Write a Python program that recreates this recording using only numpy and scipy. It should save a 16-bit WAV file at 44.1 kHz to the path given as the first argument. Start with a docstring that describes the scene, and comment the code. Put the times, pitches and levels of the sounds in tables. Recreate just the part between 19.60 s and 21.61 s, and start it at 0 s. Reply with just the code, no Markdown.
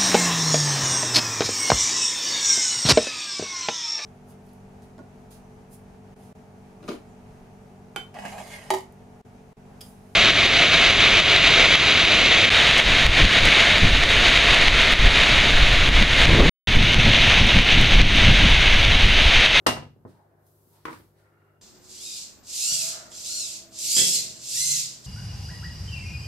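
"""A metal frying pan clanks down on a glass-ceramic hob close to the microphone and rocks to rest.
A soft bump and a duller double knock follow as pans are handled, with faint scrapes, rustles and hiss between.
Each blow is a filtered contact pulse with a rattle and the answer of a small tiled kitchen; pan and hob ring
as decaying modes. Scrapes are resonant noise, rustles and hiss coloured noise, over low mains hum and room air."""
import sys
import numpy as np
from scipy import signal
from scipy.fft import rfft, irfft, next_fast_len
from scipy.io import wavfile
from scipy.ndimage import map_coordinates

SR = 44100
rng = np.random.default_rng(int(sys.argv[2]) if len(sys.argv) > 2 else 0)


def log_audio(samples):
    """Write samples as a 16-bit WAV file to the path given in sys.argv[1]."""
    # one column per channel
    frames = np.atleast_2d(samples).T
    # limit to full scale, then quantise
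    limited = np.clip(frames, -1, 1)
    pcm = np.round(limited * 32767).astype(np.int16)
    wavfile.write(sys.argv[1], SR, pcm)


N = 88729  # samples, about two seconds

# How alike the two ports of the microphone hear a sound.
# Each row: frequency in Hz, left-right likeness (1 = the same, 0 = unrelated).
LIKENESS = [(60, 1), (140, .85), (300, 0.48), (560, 0.67), (1100, 0.029), (3000, 0.077), (15000, 0)]
# Colour of the fine sliding hiss and of the tick. Each row: frequency in Hz, relative level in dB.
HISS_COLOUR = [(1000, -22.5), (2500, -13), (4000, -7.5), (6000, -5.5), (9000, -3), (12500, 4),
               (15500, -2.5)]


def amp(db):
    """Decibels to gain."""
    return 10 ** (np.asarray(db) / 20)


def unit(x):
    """Scale to rms 1."""
    return x / np.sqrt(np.mean(x ** 2) + 1e-20)


def along(points, hz):
    """Read a curve of (Hz, value) points on a log frequency axis."""
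    point_hz, values = np.transpose(points)
    return np.interp(np.log(hz + 1), np.log(point_hz + 1), values)


def filtered(x, response):
    """Multiply the spectrum of x by a response of frequency."""
    size = x.shape[-1]
    padded = next_fast_len(size + SR // 4)
    hz = np.fft.rfftfreq(padded, 1 / SR)
    return irfft(rfft(x, padded) * response(hz), padded)[..., :size]


def add(out, start_s, x):
    """Mix x into out from start_s, cut at the end of the scene."""
    i = int(round(start_s * SR))
    out[:, i:i + x.shape[1]] += x[:, :N - i]


def port_angle(hz):
    """Angle whose cosine is the left-right likeness at each frequency."""
    return np.arccos(np.clip(along(LIKENESS, hz), -1, 1))


def diffuse(size):
    """White stereo noise, alike in the bass and nearly unrelated in the treble."""
    def mid_side_gains(hz):
        turn = port_angle(hz) / 2
        return np.array([np.cos(turn), np.sin(turn)])

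    mid, side = filtered(rng.standard_normal((2, size)), mid_side_gains)
    return np.array([mid + side, mid - side])


def rush(colour):
    """Coloured stereo noise of rms 1."""
    return unit(filtered(diffuse(N), lambda hz: amp(along(colour, hz))))


def softness(hz, cut_hz):
    """A softer contact passes less treble: a second-order roll-off above cut_hz."""
    return 1 / np.sqrt(1 + (hz / cut_hz) ** 4)


def room_tone():
    """Steady mains hum of an appliance, as sine lines, over coloured noise for quiet air."""
    # Mains lines. Each row: frequency in Hz, rms level in dB before the stereo lean.
    hum_lines = [(100.4, -67), (150.6, -71.5), (350, -75), (400.5, -76)]
    # Colour of the room's air. Each row: frequency in Hz, relative level in dB.
    air_colour = [(25, -24), (70, 2), (130, 0.5), (230, -3), (370, -1), (700, -5.5), (1400, -13.5),
                  (2500, -29.5), (6000, -32.5), (9500, -32.5), (13000, -25), (15500, -33)]
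    air_db = -66.5
    t = np.arange(N) / SR
    hum = 0
    for hz, db in hum_lines:
        hum = hum + np.sqrt(2) * amp(db) * np.sin(2 * np.pi * (hz * t + rng.random()))
    return hum + amp(air_db) * rush(air_colour)


def rubbing():
    """Friction as coloured noise: short rustles swell and fade, and a fine sliding hiss comes and goes."""
    # Rustles of handling. Each row: time of the peak in seconds, rise in seconds, fall in seconds,
    # peak level in dB before the stereo lean.
    rustles = [(0.506, .035, 0.079, -67), (1.164, 0.038, 0.16, -66), (1.335, 0.05, 0.051, -54),
               (1.60, 0.038, 0.1, -72), (1.85, 0.055, 0.17, -87)]
    # Colour of the rustles. Each row: frequency in Hz, relative level in dB.
    rustle_colour = [(300, 3.5), (900, 3.5), (2000, 1.5), (2500, -1), (3300, 0), (4400, 2), (6800, -4.5),
                     (8500, -1), (12000, -5), (15500, -8)]
    # Course of the hiss. 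Each row: time in seconds, level in dB before the stereo lean.
    slide_levels = [(.74, -91), (.84, -74), (.875, -68.5), (1.06, -67.5), (1.135, -64), (1.21, -73.5),
                    (1.29, -81.5), (1.33, -80), (1.39, -64.5), (1.52, -76), (1.7, -96.5)]
    t = np.arange(N) / SR
    swells = np.zeros(N)
    for peak_s, rise_s, fall_s, db in rustles:
        rise = ((t - peak_s) / rise_s) ** 2
        fall = (t - peak_s) / fall_s
        swells += amp(db) * np.exp(-np.where(t < peak_s, rise, fall))
    slide = amp(np.interp(t, *np.transpose(slide_levels)))
    return swells * rush(rustle_colour) + slide * rush(HISS_COLOUR)


def scraping():
    """Uneven friction of the pan base on the glass sounds one resonance in each stroke."""
    # Scrapes. Each row: start in seconds, end in seconds, level in dB before the stroke's fades and the
    # stereo lean, resonance in Hz, sharpness Q.
    scrapes = [(0.455, 0.866, -74, 1660, 2.9), (0.531, 0.646, -62, 876, 13), (0.55, 0.867, -68, 664, 4.6),
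               (1.141, 1.187, -62, 922, 9), (1.546, 1.953, -74, 1980, 4.3), (1.614, 1.986, -70.5, 1396, 12),
               (1.72, 2.027, -85, 2815, 57), (1.55, 1.97, -75, 617, 3)]
    fade_s, cut_hz = 0.088, 830
    rough_db, grip_rate = 2, 40  # unevenness of the grip in dB, its random points per second
    t = np.arange(N) / SR
    out = np.zeros((2, N))
    for start_s, end_s, db, centre_hz, q in scrapes:
        def body(hz):
            resonance = 1j * hz / (centre_hz ** 2 - hz ** 2 + 1j * hz * centre_hz / q)
            return softness(hz, cut_hz) * resonance

        grip = map_coordinates(rng.standard_normal(512), [t * grip_rate], mode="wrap")
        friction = diffuse(N) * amp(rough_db * grip)
        # each fade is centred on the start or end time
        stroke = np.clip(np.minimum(t - start_s, end_s - t) / fade_s + .5, 0, 1)
        out += amp(db) * stroke * unit(filtered(friction, body))
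    return out


def contact_pulse(colour, cut_hz, size=4096):
    """The causal minimum-phase pulse of one contact, built by folding its cepstrum."""
    hz = np.fft.rfftfreq(size, 1 / SR)
    gain = unit(amp(along(colour, hz))) * softness(hz, cut_hz)
    cepstrum = irfft(np.log(np.maximum(gain, 1e-6)))
    cepstrum[1:size // 2] *= 2
    cepstrum[size // 2 + 1:] = 0
    return irfft(np.exp(rfft(cepstrum)))


def energy_one(x):
    """Scale a one-second stereo sound to a mean energy of 1 per port."""
    return unit(x) / np.sqrt(SR)


def kitchen_tail():
    """Reverberation of the small tiled kitchen: noise dying at its own rate in each frequency band."""
    # Each row: frequency in Hz, time to fall 60 dB in seconds.
    kitchen_decay = [(60, 0.64), (150, 0.43), (400, 0.26), (1000, 0.24), (3000, 0.31), (6000, .28),
                     (14000, .23)]
    rise_s = .005
    t = np.arange(SR) / SR
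    hz, s, bands = signal.stft(diffuse(SR), SR, nperseg=256)
    decay = amp(-60 * s / along(kitchen_decay, hz)[:, None])
    tail = signal.istft(bands * decay, SR, nperseg=256)[1][:, :SR]
    return tail * (1 - np.exp(-t / rise_s))


def blow(colour, cut_hz, push_db, room_db, rattle_t60=0.029):
    """A contact pulse sent through a first push, a dense short rattle of the plates and the kitchen."""
    rattle_db = -1
    push_cut_hz = 2900  # the first push carries little treble
    port_lag_s = 0.00039  # the left port leads
    t = np.arange(SR) / SR
    path = amp(room_db) * energy_one(kitchen_tail())
    path += amp(rattle_db) * energy_one(diffuse(SR) * amp(-60 * t / rattle_t60))
    low_pass = np.exp(-2 * np.pi * push_cut_hz * t) * (1 - np.exp(-2 * np.pi * push_cut_hz / SR))
    push = amp(push_db) * low_pass
    path += np.array([push, np.roll(push, int(port_lag_s * SR))])
    return signal.fftconvolve(path, contact_pulse(colour, cut_hz)[None], axes=1)[:, :SR]


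def ring(modes, cut_hz, scatter_db=1.5, attack_s=0.0007):
    """Decaying, beating pairs of modes; the higher ones reach the two ports out of step."""
    split_hz, twin_db = 11, -12  # typical spacing of a mode's close twin, and the twin's level
    t = np.arange(SR * 3 // 4) / SR
    out = np.zeros((2, SR))
    draws = rng.standard_normal((len(modes), 4))
    for (hz, db, t60), (size, phase, side, twin) in zip(modes, draws):
        apart = np.sign(side) * port_angle(hz) * np.array([[.5], [-.5]])
        mode = np.exp(2j * np.pi * (hz * t + phase))
        beating = 1 + amp(twin_db) * np.exp(2j * np.pi * twin * (split_hz * t + 1))
        fade = amp(db + scatter_db * size - 60 * t / t60) * (1 - np.exp(-t / attack_s))
        out[:, :len(t)] += softness(hz, cut_hz) * (fade * mode * beating * np.exp(1j * apart)).imag
    return out


def pan_handling():
    """Cushioned bumps, a tick, then a damped knock that bounces on the hob and makes it ring."""
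    # Cushioned bumps. Each row: start in seconds, relative level in dB, contact cut-off in Hz.
    bumps = [(.3620, -9.5, 301), (0.398, -4, 102), (0.451, -0.5, 1725), (.4590, -1, 380), (0.535, -16, 140),
             (1.073, -19.5, 300)]
    # Colour of the bumps. Each row: frequency in Hz, relative level in dB.
    bump_colour = [(30, -30), (100, -0.5), (150, 1), (260, 4), (500, 0.5), (750, -5.5), (1100, -6),
                   (1500, -17), (1900, -17), (2400, -33), (8000, -58)]
    # Duller knocks of a handled pan. Each row: start in seconds, relative level in dB, contact cut-off in Hz.
    knocks = [(1.2536, 0, 14000), (1.2813, -1.5, 1540), (1.3290, -12.5, 9000), (1.366, -7, 148.4),
              (1.397, -14, 460)]
    # Colour of the knocks. Each row: frequency in Hz, relative level in dB.
    knock_colour = [(25, -56), (55, -6.5), (140, -5), (200, -2.5), (320, 2.5), (720, -9), (950, 6.5),
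                    (1450, 0), (2200, -5), (3500, -16), (7000, -25), (15500, -27)]
    # Modes of hob and worktop. Each row: frequency in Hz, relative level in dB, time to fall 60 dB in seconds.
    hob_modes = [(147.7, -8, 0.46), (321.8, 4.5, .33), (465, -3.5, 0.284), (990, -1, 0.24), (1070, -10, .2),
                 (1437, 1, 0.19)]
    bump_db, tick_db, knock_db, hob_db = -14, -38.5, -5, -40
    tick_s = .866
    out = np.zeros((2, N))
    for start_s, db, cut_hz in bumps:
        thud = blow(bump_colour, cut_hz, push_db=-5, room_db=-4.5, rattle_t60=0.055)
        add(out, start_s, amp(bump_db + db) * thud)
    add(out, tick_s, amp(tick_db) * blow(HISS_COLOUR, cut_hz=15000, push_db=-2, room_db=1.5))
    for start_s, db, cut_hz in knocks:
        knock = blow(knock_colour, cut_hz, push_db=-9.5, room_db=-2.5, rattle_t60=0.048)
        knock += amp(hob_db) * ring(hob_modes, cut_hz)
        add(out, start_s, amp(knock_db + db) * knock)
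    return out


def upper_modes(count=36):
    """The pan's crowd of treble modes, at scattered levels that tend to fall toward the top."""
    low_hz, high_hz, t60 = 2937, 13380, 0.17  # t60 in seconds
    low_db, db_per_octave, spread_db = -20.5, -6, 8.5
    hz = low_hz + (high_hz - low_hz) * (np.arange(count) + rng.random(count)) / count
    db = low_db + db_per_octave * np.log2(hz / low_hz) + spread_db * rng.standard_normal(count)
    return [(mode_hz, mode_db, t60) for mode_hz, mode_db in zip(hz, db)]


def pan_landing():
    """The pan hits the glass with one edge, then flat, and rocks to rest; the hardest contact wakes upper modes."""
    # Contacts of pan and glass. Each row: start in seconds, relative level in dB, contact cut-off in Hz.
    clanks = [(0.064, -1.5, 2010), (0.0667, -0.5, 14000), (.0890, -12.5, 6910), (.1020, -10.5, 700),
              (0.1667, -17, 1760), (.1740, -14, 300), (0.2239, -21.5, 680), (0.226, -35.5, 3370)]
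    # Colour of the pan on the glass. Each row: frequency in Hz, relative level in dB.
    clank_colour = [(25, -40), (50, -13), (125, -3.5), (175, -10.5), (250, -3.5), (450, -8.5), (700, -2),
                    (1050, -3.5), (1550, -8), (2300, -10), (2560, -11), (2760, -6.5), (3200, -13),
                    (5200, -11.5), (7500, -18.5), (8500, -13), (9600, -23.5), (11200, -15.5),
                    (15500, -35.5)]
    # Modes of the pan. Each row: frequency in Hz, relative level in dB, time to fall 60 dB in seconds.
    pan_modes = [(119, -19, .65), (146, -19, .6), (240, -13, .42), (311, -17, .33), (406, -11, .28),
                 (520, -8, .22), (635, -6, .22), (908, -4, .22), (1000, -3, .2), (1270, -9, .26),
                 (1822, -13, .25), (1978, -9, .25), (2690, -7, .22), (2770, -6, .26), (2811, -3, .27),
                 (2870, -13, .3), (3897, -7, .24), (4033, -12, .22), (4580, -12, .2), (5152, -12, .2),
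                 (5238, -10, .2)]
    clank_db, ring_db = 11, -33.5
    out = np.zeros((2, N))
    for start_s, db, cut_hz in clanks:
        clank = blow(clank_colour, cut_hz, push_db=-6, room_db=-3.0, rattle_t60=0.064)
        clank += amp(ring_db) * ring(pan_modes, cut_hz)
        add(out, start_s, amp(db) * clank)
    # the hardest contact has the highest cut-off
    start_s, db, cut_hz = max(clanks, key=lambda row: row[2])
    add(out, start_s, amp(db + ring_db) * ring(upper_modes(), cut_hz))
    return amp(clank_db) * out


def scene():
    """Everything heard above the hob; the quiet sounds lean to the left."""
    left_db = 0.86  # left over right
    quiet = scraping() + rubbing() + room_tone()
    lean = amp(left_db * np.array([[.5], [-.5]]))
    return pan_landing() + pan_handling() + quiet * lean


def record(dry):
    """The recorder keeps nothing above its band limit, reached by a ramp 200 Hz wide."""
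    top_hz = 15800  # middle of the ramp
    return filtered(dry, lambda hz: np.clip((top_hz - hz) / 200 + .5, 0, 1))


dry = scene()
out = record(dry)
log_audio(out)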